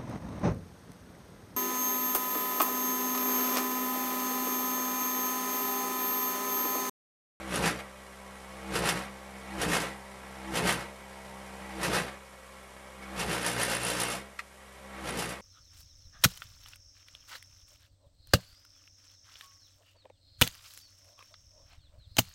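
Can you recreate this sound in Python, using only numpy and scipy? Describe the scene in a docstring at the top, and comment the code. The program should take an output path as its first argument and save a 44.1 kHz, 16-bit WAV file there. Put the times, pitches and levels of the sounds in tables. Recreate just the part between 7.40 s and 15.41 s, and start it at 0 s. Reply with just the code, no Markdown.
"""A small utility space, where a gas water heater is fed by what is most likely a water pump.
The pump's periodic strokes, about 66 a second, give a harmonic hum and modulate the noise of the flow.
Seven times it labours: it sags in speed and knocks roughly, water spurts through resonant pipes,
and a valve pings on each stroke. After the longest surge something in the heater snaps with one
sharp click, an impact that rings briefly."""
import sys
import numpy as np
from scipy import signal
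from scipy.fft import rfft, irfft, next_fast_len
from scipy.io import wavfile
from scipy.ndimage import uniform_filter1d

SR = 44100
rng = np.random.default_rng(int(sys.argv[2]) if len(sys.argv) > 2 else 0)


def persist_wave(psi):
    """Save psi, clipped to +-1, as 16-bit WAV."""
    counts = np.round(np.clip(psi, -1, 1) * 32767).astype(np.int16)
    wavfile.write(sys.argv[1], SR, np.atleast_2d(counts).T)


N = 353241
TIME = np.arange(N) / SR

# noise spectra of the room air and the water: (frequency [Hz], relative spectral density [dB])
AIR_SPECTRUM = [(20, 9), (60, 3), (100, 4), (300, 3), (550, 2), (800, -14), (1150, -13), (1600, -8),
                (2250, -17), (3600, -12), (8000, -2), (14000, -12)]
CALM_SPECTRUM = [(300, -4), (450, -11.5), (550, 4.5), (680, -3), (1000, -5), (1500, -5.5), (2200, 0),
                 (2600, -12), (3100, -12.5), (3800, -15), (7000, -38)]
RUMBLE_SPECTRUM = [(35, -41), (70, -14), (95, -16.5), (120, -16), (143, -4), (168, 3.5), (200, 0.5),
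                   (265, -16), (345, 0), (410, -6.5), (470, -4.5), (600, -13.5), (900, -11.5)]
CHURN_SPECTRUM = [(300, -23), (480, -10.5), (560, 4), (700, -8), (950, -3.5), (1400, -5.5), (2100, -1.5),
                  (2600, -8), (3200, -8.5), (4200, -13.5), (7000, -25)]
SPRAY_SPECTRUM = [(2000, -18), (3000, 4.5), (4200, -2.5), (5300, -0.5), (6800, -2.5), (8000, -0.5),
                  (9000, -3.5), (10300, 0), (12000, -4.5), (14000, -12.5)]
# early reflections from the near walls: (delay [s], gain [ratio])
WALL_ECHOES = [(.00073, 0.28), (.00207, 0.035), (.0034, -0.36), (.0052, 0.21), (.0079, -0.16),
               (.0117, 0.26)]
# listening point: (time [s], position [0 beside the casing, 1 below it near the pipes])
LISTENER_PATH = [(0, 0), (1.8, 0.86), (2.8, 0.96), (4.3, 0.96), (4.9, 0), (8.01, 0.63)]
# resonances of the quiet flow: (frequency [Hz], bandwidth [Hz], gain beside [dB], gain below [dB])
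HOLLOW_MODES = [(554, 110, -0.5, -13), (804, 70, -20, -4), (874, 65, -25, 8), (1156, 75, 7.5, -4.5),
                (1440, 19, -32, -37), (1990, 140, -50, -7), (2230, 110, -10.5, -21), (3300, 160, -1, -6)]
# resonances of pipes and casing: (frequency [Hz], bandwidth [Hz], relative gain [dB])
CASING_MODES = [(481, 25, 15.5), (554, 27, 0), (708, 53, 8), (828, 46, 9.5), (1020, 12, -8),
                (1155, 110, -8.5), (1226, 14, 9.5), (1493, 86, 1), (1799, 19, 12), (1988, 16, -20.5),
                (2140, 45, -1.5), (2580, 24, 6), (3480, 140, -5), (4712, 79, 10), (5210, 130, -2.5),
                (5800, 140, -2), (6200, 110, 4), (7420, 50, 8.5), (8920, 62, 11), (9460, 44, 6),
                (10700, 40, -7), (12540, 72, -4)]
# the click's sharp release and duller landing: (time [s], ring level [dB], crack level [dB])
CLICK_CONTACTS = [(6.9895, -39, -39.5), (6.9914, -26, -43)]
# modes that the click excites: (frequency [Hz], relative level [dB], 60 dB decay time [s])
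CATCH_MODES = [(1177, -10, .05), (1400, -16, .03), (1705, -9.5, 0.015), (1890, 2, 0.014), (2090, -4, .03),
               (2370, -5, .035), (2600, -19, 0.045), (3430, -16, 0.032), (4100, -28, .03),
               (4296, -19, 0.025), (5450, -24, 0.023), (7400, -18, 0.018)]
# spells of heavy load on the pump: (start [s], end [s], base ping level relative to the spray [dB])
PUMP_SURGES = [(0.116, 0.364, -11), (1.325, 1.595, -9.5), (2.185, 2.485, -11.5), (3.135, 3.42, -8),
               (4.405, 4.68, -10), (5.773, 6.772, -6), (7.649, 7.937, -7.5)]
# gushes: (time [s], base half width [s], spray level [dB], churn level [dB], knock level [dB])
WATER_GUSHES = [(0.158, 0.026, -38, -34, -47.5), (0.267, 0.024, -34.0, -27.5, -32),
                (0.402, 0.0093, -52.5, -40, -46), (1.365, 0.018, -38.0, -31.5, -46),
                (1.481, 0.029, -34.5, -28.5, -33), (1.568, 0.013, -45, -37.5, -49.5),
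                (1.614, 0.032, -52, -41.5, -45), (2.231, 0.017, -36.5, -31, -42),
                (2.293, 0.01, -41, -46, -44.5), (2.346, 0.024, -33.5, -28.5, -32),
                (2.42, 0.038, -44.0, -35.5, -42), (3.177, 0.02, -35, -31.5, -41.5),
                (3.293, 0.026, -32, -26.5, -31.5), (3.402, 0.024, -52, -41.5, -44),
                (4.451, 0.02, -36.5, -31.5, -45.5), (4.564, 0.027, -35, -28, -33.5),
                (4.684, 0.009, -58, -42.5, -47.5), (5.632, 0.0091, -58.5, -45, -58),
                (5.812, 0.018, -38.5, -33, -46), (5.935, 0.035, -39, -33, -36.5),
                (6.073, 0.035, -37.5, -32.5, -48), (6.218, 0.034, -36.5, -31.5, -40.5),
                (6.328, 0.033, -36.5, -32.5, -44), (6.481, 0.047, -38, -34, -42),
                (6.617, 0.043, -38.5, -34, -46), (6.724, 0.03, -39.5, -36, -43),
                (7.687, 0.018, -44.5, -36, -49), (7.81, 0.033, -40.0, -36.5, -37.5),
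                (7.911, 0.022, -48.0, -43.5, -45)]
# base level of the free-running hum, creeping up with pressure between surges: (time [s], level [dB])
IDLE_LEVEL = [(0, -47), (.5, -57.5), (1.15, -52.5), (1.8, -53.5), (2.05, -52), (2.65, -55), (3, -51.5),
              (3.55, -56), (4.25, -49.5), (4.85, -61), (5.15, -57.5), (5.5, -59.5), (7.0, -66.5),
              (7.3, -61), (8, -60)]
# base speed of the unloaded pump: (time [s], stroke rate [Hz])
FREE_STROKE_RATE = [(0, 65.3), (5.7, 65.6), (6.9, 66.4)]
# harmonics of the stroke rate, at relative levels:
# (harmonic [number], free level [dB], growth [dB per dB of pressure], loaded level [dB])
PUMP_HARMONICS = [(2, -10.5, 0, -0.1), (3, 0, 0.56, -1.5), (4, -16, 0.6, -4), (5, -11.5, 1.28, -2),
                  (6, -12, -1, -6), (7, -8, 0.5, -4.5), (8, -8.5, -0.65, -4.5), (9, -10, -0.5, -6),
                  (10, -9, 0, -9.5), (11, -11, 0.5, -8.5), (12, -8, 0.5, -24), (13, -7.5, 0.42, -21),
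                  (14, -12.5, -0.5, -8.5), (15, -18.5, -2.5, -11), (16, -13, -0.4, -14.5),
                  (17, -9.5, 0.44, -16)]


def from_db(db):
    """Amplitude grows tenfold for every 20 dB."""
    return 10 ** (np.asarray(db) / 20)


def unit_rms(x):
    """Normalisation to unit mean power."""
    return x / np.sqrt(np.mean(x ** 2) + 1e-20)


def curves(rows):
    """Linear interpolation of each column of a time table at every sample."""
    times, *columns = np.transpose(rows)
    return [np.interp(TIME, times, column) for column in columns]


def noise(spectrum):
    """Spectral shaping of white noise, falling 12 dB an octave beyond the table's ends; rms 1."""
    size = next_fast_len(N)
    bins_hz = np.maximum(np.fft.rfftfreq(size, 1 / SR), 1)
    hz, db = np.transpose(spectrum)
    colour = from_db(np.interp(np.log(bins_hz), np.log(hz), db))
    skirts = np.minimum(bins_hz / hz[0], 1) * np.minimum(hz[-1] / bins_hz, 1)
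    return unit_rms(irfft(rfft(rng.standard_normal(size)) * colour * skirts ** 2, size)[:N])


def drift(rate_hz):
    """Slow random modulation: straight lines join values drawn at the given rate; rms 1."""
    knots = rng.standard_normal(N // 10)
    return unit_rms(np.interp(TIME * rate_hz, np.arange(len(knots)), knots))


def resonate(x, hz, width_hz):
    """Forced response of a single resonance with unit peak gain."""
    radius = np.exp(-np.pi * width_hz / SR)
    feedback = [1, -2 * radius * np.cos(2 * np.pi * hz / SR), radius ** 2]
    return signal.lfilter(np.array([1, 0, -1]) * (1 - radius ** 2) / 2, feedback, x)


def ring(x, hz, t60):
    """Free vibration of a damped mode: a unit impulse starts a decaying sine of height 1."""
    radius, angle = 10 ** (-3 / (t60 * SR)), 2 * np.pi * hz / SR
    return signal.lfilter([0, np.sin(angle)], [1, -2 * radius * np.cos(angle), radius ** 2], x + 1e-18)


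def room_air(level_db=-64):
    """Ambient noise: the still room gives a steady broadband floor."""
    return from_db(level_db) * noise(AIR_SPECTRUM)


def walls(x):
    """Early reflection: close walls add delayed copies to the direct sound."""
    return x + sum(gain * np.interp(TIME - delay, TIME, x, left=0) for delay, gain in WALL_ECHOES)


def casing(x, ring_db):
    """Resonance: pipes and sheet metal reinforce their natural frequencies; rms 1."""
    tones = sum(from_db(db) * resonate(x, hz, width) for hz, width, db in CASING_MODES)
    return unit_rms(x + from_db(ring_db) * tones)


def spurts(strokes, decay_cycles, base, uneven_db):
    """Amplitude modulation: each stroke adds a decaying spurt of random strength to a base flow."""
    strength = from_db(uneven_db * rng.standard_normal(N // 100)[strokes.astype(int)])
    return unit_rms(base + strength * np.exp(-(strokes % 1) / decay_cycles))


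def calm_flow(strokes):
    """Resonances make quiet flow sound hollow; their balance depends on the listening point."""
    (below,) = curves(LISTENER_PATH)
    flow = noise(CALM_SPECTRUM) * spurts(strokes, decay_cycles=0.96, base=2.0, uneven_db=3.0)
    tones = sum(from_db(beside_db + (below_db - beside_db) * below) * resonate(flow, hz, width)
                for hz, width, beside_db, below_db in HOLLOW_MODES)
    return unit_rms(flow + tones)


def water(strokes, load, roughness, knock_db, churn_db, spray_db):
    """Pulsating flow: each stroke drives rumble, churning and spray through the pipes."""
    rumble = noise(RUMBLE_SPECTRUM) * spurts(strokes, decay_cycles=0.41, base=1.4, uneven_db=1.0)
    churn = noise(CHURN_SPECTRUM) * spurts(strokes, decay_cycles=0.63, base=1.0, uneven_db=1.2)
    spray = noise(SPRAY_SPECTRUM)
    spray *= spurts(strokes, decay_cycles=0.83, base=0.63, uneven_db=1.2 + 2.1 * load)
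    flow = np.sqrt(load) * casing(churn, ring_db=-1.5) + np.sqrt(1 - load) * calm_flow(strokes)
    rush = from_db(churn_db) * flow + from_db(spray_db) * casing(spray, ring_db=-1.0)
    return roughness * from_db(knock_db) * rumble + walls(rush)


def pipe_whistle(level_db, hz=2735, width_hz=48):
    """Narrow-band resonance: noise excites a faint pipe tone."""
    tone = resonate(resonate(rng.standard_normal(N), hz, width_hz), hz, 2 * width_hz)
    return from_db(level_db) * unit_rms(tone)


def valve(strokes, level_db, hz=9690, width_hz=230, uneven_db=5.5):
    """Impulse excitation: the valve seats once a stroke and gives a short, very high ping."""
    impacts = np.diff(np.floor(strokes), prepend=0) * from_db(uneven_db * rng.standard_normal(N))
    return from_db(level_db) * unit_rms(resonate(resonate(impacts, hz, width_hz), hz, width_hz))


def click(crack_decay_s=0.0084, low_cut_hz=1050):
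    """Impact: a catch lets go and lands, giving a dry crack and a brief ring of metal modes."""
    impacts, crack = np.zeros(N), np.zeros(N)
    for at_s, ring_db, crack_db in CLICK_CONTACTS:
        impacts[round(at_s * SR)] = from_db(ring_db)
        crack += from_db(crack_db) * (TIME >= at_s) * np.exp(-np.abs(TIME - at_s) / crack_decay_s)
    crack *= noise([(1000, 7), (2000, 12.5), (4500, 2), (8000, -6), (14000, -14)])
    ringing = sum((-1) ** k * from_db(db) * ring(impacts, hz, t60)
                  for k, (hz, db, t60) in enumerate(CATCH_MODES))
    high_pass = signal.butter(4, low_cut_hz, "high", fs=SR, output="sos")
    return walls(signal.sosfilt(high_pass, ringing + crack))


def surge_power(hold_db, rise_db_per_s, fall_db_per_s):
    """Exponential growth and decay: power builds before each surge, holds, then dies away."""
    return sum(from_db(hold_db - rise_db_per_s * np.maximum(start - TIME, 0)
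                       - fall_db_per_s * np.maximum(TIME - end, 0)) ** 2
               for start, end, _ in PUMP_SURGES)


def gush_power(at_s, width_s, peak_db):
    """A squared hyperbolic secant gives one gush a rounded top and exponential flanks."""
    power = np.zeros(N)
    near = np.abs(TIME - at_s) < 8 * width_s
    power[near] = (from_db(peak_db) / np.cosh((TIME[near] - at_s) / width_s)) ** 2
    return power


def flow_levels(idle_reference_db=-53, knock_lead_s=0.042):
    """Addition of powers: idle flow, surges and gushes set the knock, churn and spray levels in dB."""
    (idle_db,) = curves(IDLE_LEVEL)
    pressure_db = idle_db - idle_reference_db
    knock = from_db(idle_db) ** 2
    churn = from_db(-50.5 + 0.51 * pressure_db) ** 2   # quiet flow follows part of the hum's swing
    spray = from_db(-59 + 0.42 * pressure_db) ** 2
    knock += surge_power(hold_db=-50, rise_db_per_s=38, fall_db_per_s=109)
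    churn += surge_power(hold_db=-44.5, rise_db_per_s=46, fall_db_per_s=91)
    spray += surge_power(hold_db=-55.5, rise_db_per_s=74, fall_db_per_s=195)
    for at_s, width_s, spray_db, churn_db, knock_db in WATER_GUSHES:
        knock += gush_power(at_s - knock_lead_s, 2.48 * width_s, knock_db)
        churn += gush_power(at_s, 1.17 * width_s, churn_db)
        spray += gush_power(at_s, width_s, spray_db)
    return 10 * np.log10([knock, churn, spray])


def pump_load(on_s, off_s):
    """A trapezoidal envelope: 0 while the pump runs free, 1 during a surge."""
    return sum(np.clip((TIME - start) / on_s + .5, 0, 1) * np.clip((end - TIME) / off_s + .5, 0, 1)
               for start, end, _ in PUMP_SURGES)


def pressure_build_db(peak_db=9, width_s=0.17):
    """Extra pressure rises exponentially to the start of each surge and relaxes after it."""
    return sum(peak_db * np.exp(-np.abs(TIME - start) / width_s) for start, _, _ in PUMP_SURGES)


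def settling(early=0.88, late=0.41, after_s=0.29, over_s=0.059, ping_db_per_s=5):
    """Transient to steady state: as a surge lasts, its roughness falls and the ping level grows."""
    age_s, ping_db = curves([point for start, end, db in PUMP_SURGES
                             for point in ((start, 0, db), (end, end - start, db))])
    settled = .5 + .5 * np.tanh((age_s - after_s) / over_s)
    return early + (late - early) * settled, ping_db + ping_db_per_s * age_s


def stroke_rate(gush_db, loaded_hz=59.7, sag_hz_per_db=0.39, overshoot_hz=1.8, overshoot_s=.12):
    """Mechanical loading: surges and gushes slow the pump, which recovers with a slight overshoot."""
    (free_hz,) = curves(FREE_STROKE_RATE)
    free_hz += sum(overshoot_hz * np.exp(-np.abs(TIME - end) / overshoot_s) for _, end, _ in PUMP_SURGES)
    return free_hz + (loaded_hz - free_hz) * pump_load(on_s=.05, off_s=.07) - sag_hz_per_db * gush_db


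def pump_fundamental(rate_hz, load, knock_db, gush_db, free_db=-55.5, loaded_db=-2.0, flutter_db=1.5,
                     sag_hz_per_db=0.8, dip_lag_s=.018):
    """The lowest partial follows the knocking, swells before a surge, and sags and dips at each gush."""
    cycles = np.cumsum(rate_hz - sag_hz_per_db * gush_db + 0.88 * drift(11)) / SR
    level_db = free_db + 0.48 * (knock_db - np.median(knock_db)) + 0.42 * pressure_build_db()
    level_db += load * (loaded_db + flutter_db * drift(30))
    level_db -= 0.62 * np.interp(TIME - dip_lag_s, TIME, gush_db)
    return np.sqrt(2) * from_db(level_db) * np.cos(2 * np.pi * cycles)


def pump_hum(strokes, load, roughness, knock_db, calm_db=-49, beside_db=-1):
    """Periodic strokes give a harmonic series; the pulse sharpens with pressure and roughens under load."""
    pressure_db = np.clip(np.minimum(knock_db - calm_db, 4) + pressure_build_db(), -4, 11)
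    flutter = 0.12 + 0.43 * roughness
    (below,) = curves(LISTENER_PATH)
    tones, power = 0, 0
    for k, free_db, growth, loaded_db in PUMP_HARMONICS:
        gain = from_db((1 - load) * (free_db + growth * pressure_db) + load * loaded_db)
        if k < 8:   # the low harmonics set the overall level
            power += gain ** 2 / 2
        if k == 3:   # the main tone is weaker beside the casing
            gain *= from_db(beside_db * (0.5 - below) * (1 - load))
        phase = 2 * np.pi * k * strokes + .15 * k * rng.standard_normal()   # high ones arrive scattered
        wobble = flutter * np.sqrt(k / 3)
        wave = (1 + wobble * drift(22)) * np.cos(phase) + wobble * drift(22) * np.sin(phase)
        tones += gain * wave / np.sqrt(1 + 2 * wobble ** 2)
    return from_db(knock_db) * tones / np.sqrt(power)


def scene():
    """Superposition: pump, water and valve share one stroke rhythm; the click and room air are added."""
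    knock_db, churn_db, spray_db = flow_levels()
    load = pump_load(on_s=.07, off_s=.14)
    loaded_roughness, ping_db = settling()
    roughness = np.clip(0.15 * (1 - load) + load * loaded_roughness, 0, .95)   # chaotic part of the knock
    gush_db = load * (spray_db - uniform_filter1d(spray_db, size=SR // 7))   # excess over the local mean
    rate_hz = stroke_rate(gush_db)
    strokes = np.cumsum(rate_hz * (1 + .003 * drift(25))) / SR
    hum = np.sqrt(1 - roughness ** 2) * pump_hum(strokes, load, roughness, knock_db)
    fundamental = pump_fundamental(rate_hz, load, knock_db, gush_db)
    valve_db = spray_db + ping_db - 14 * (1 - load)
    singing = valve(strokes, valve_db) + pipe_whistle(valve_db - 4.5)
    air = room_air()
    flow = water(strokes, load, roughness, knock_db, churn_db, spray_db)
    return (air + flow + singing + click() + fundamental + hum)[None]


def record(dry, cutoff_hz=13950):
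    """Band limiting: a steep low-pass filter removes the highest treble."""
    return signal.sosfilt(signal.ellip(12, .1, 80, cutoff_hz, fs=SR, output="sos"), dry)


dry = scene()
out = record(dry)
persist_wave(out)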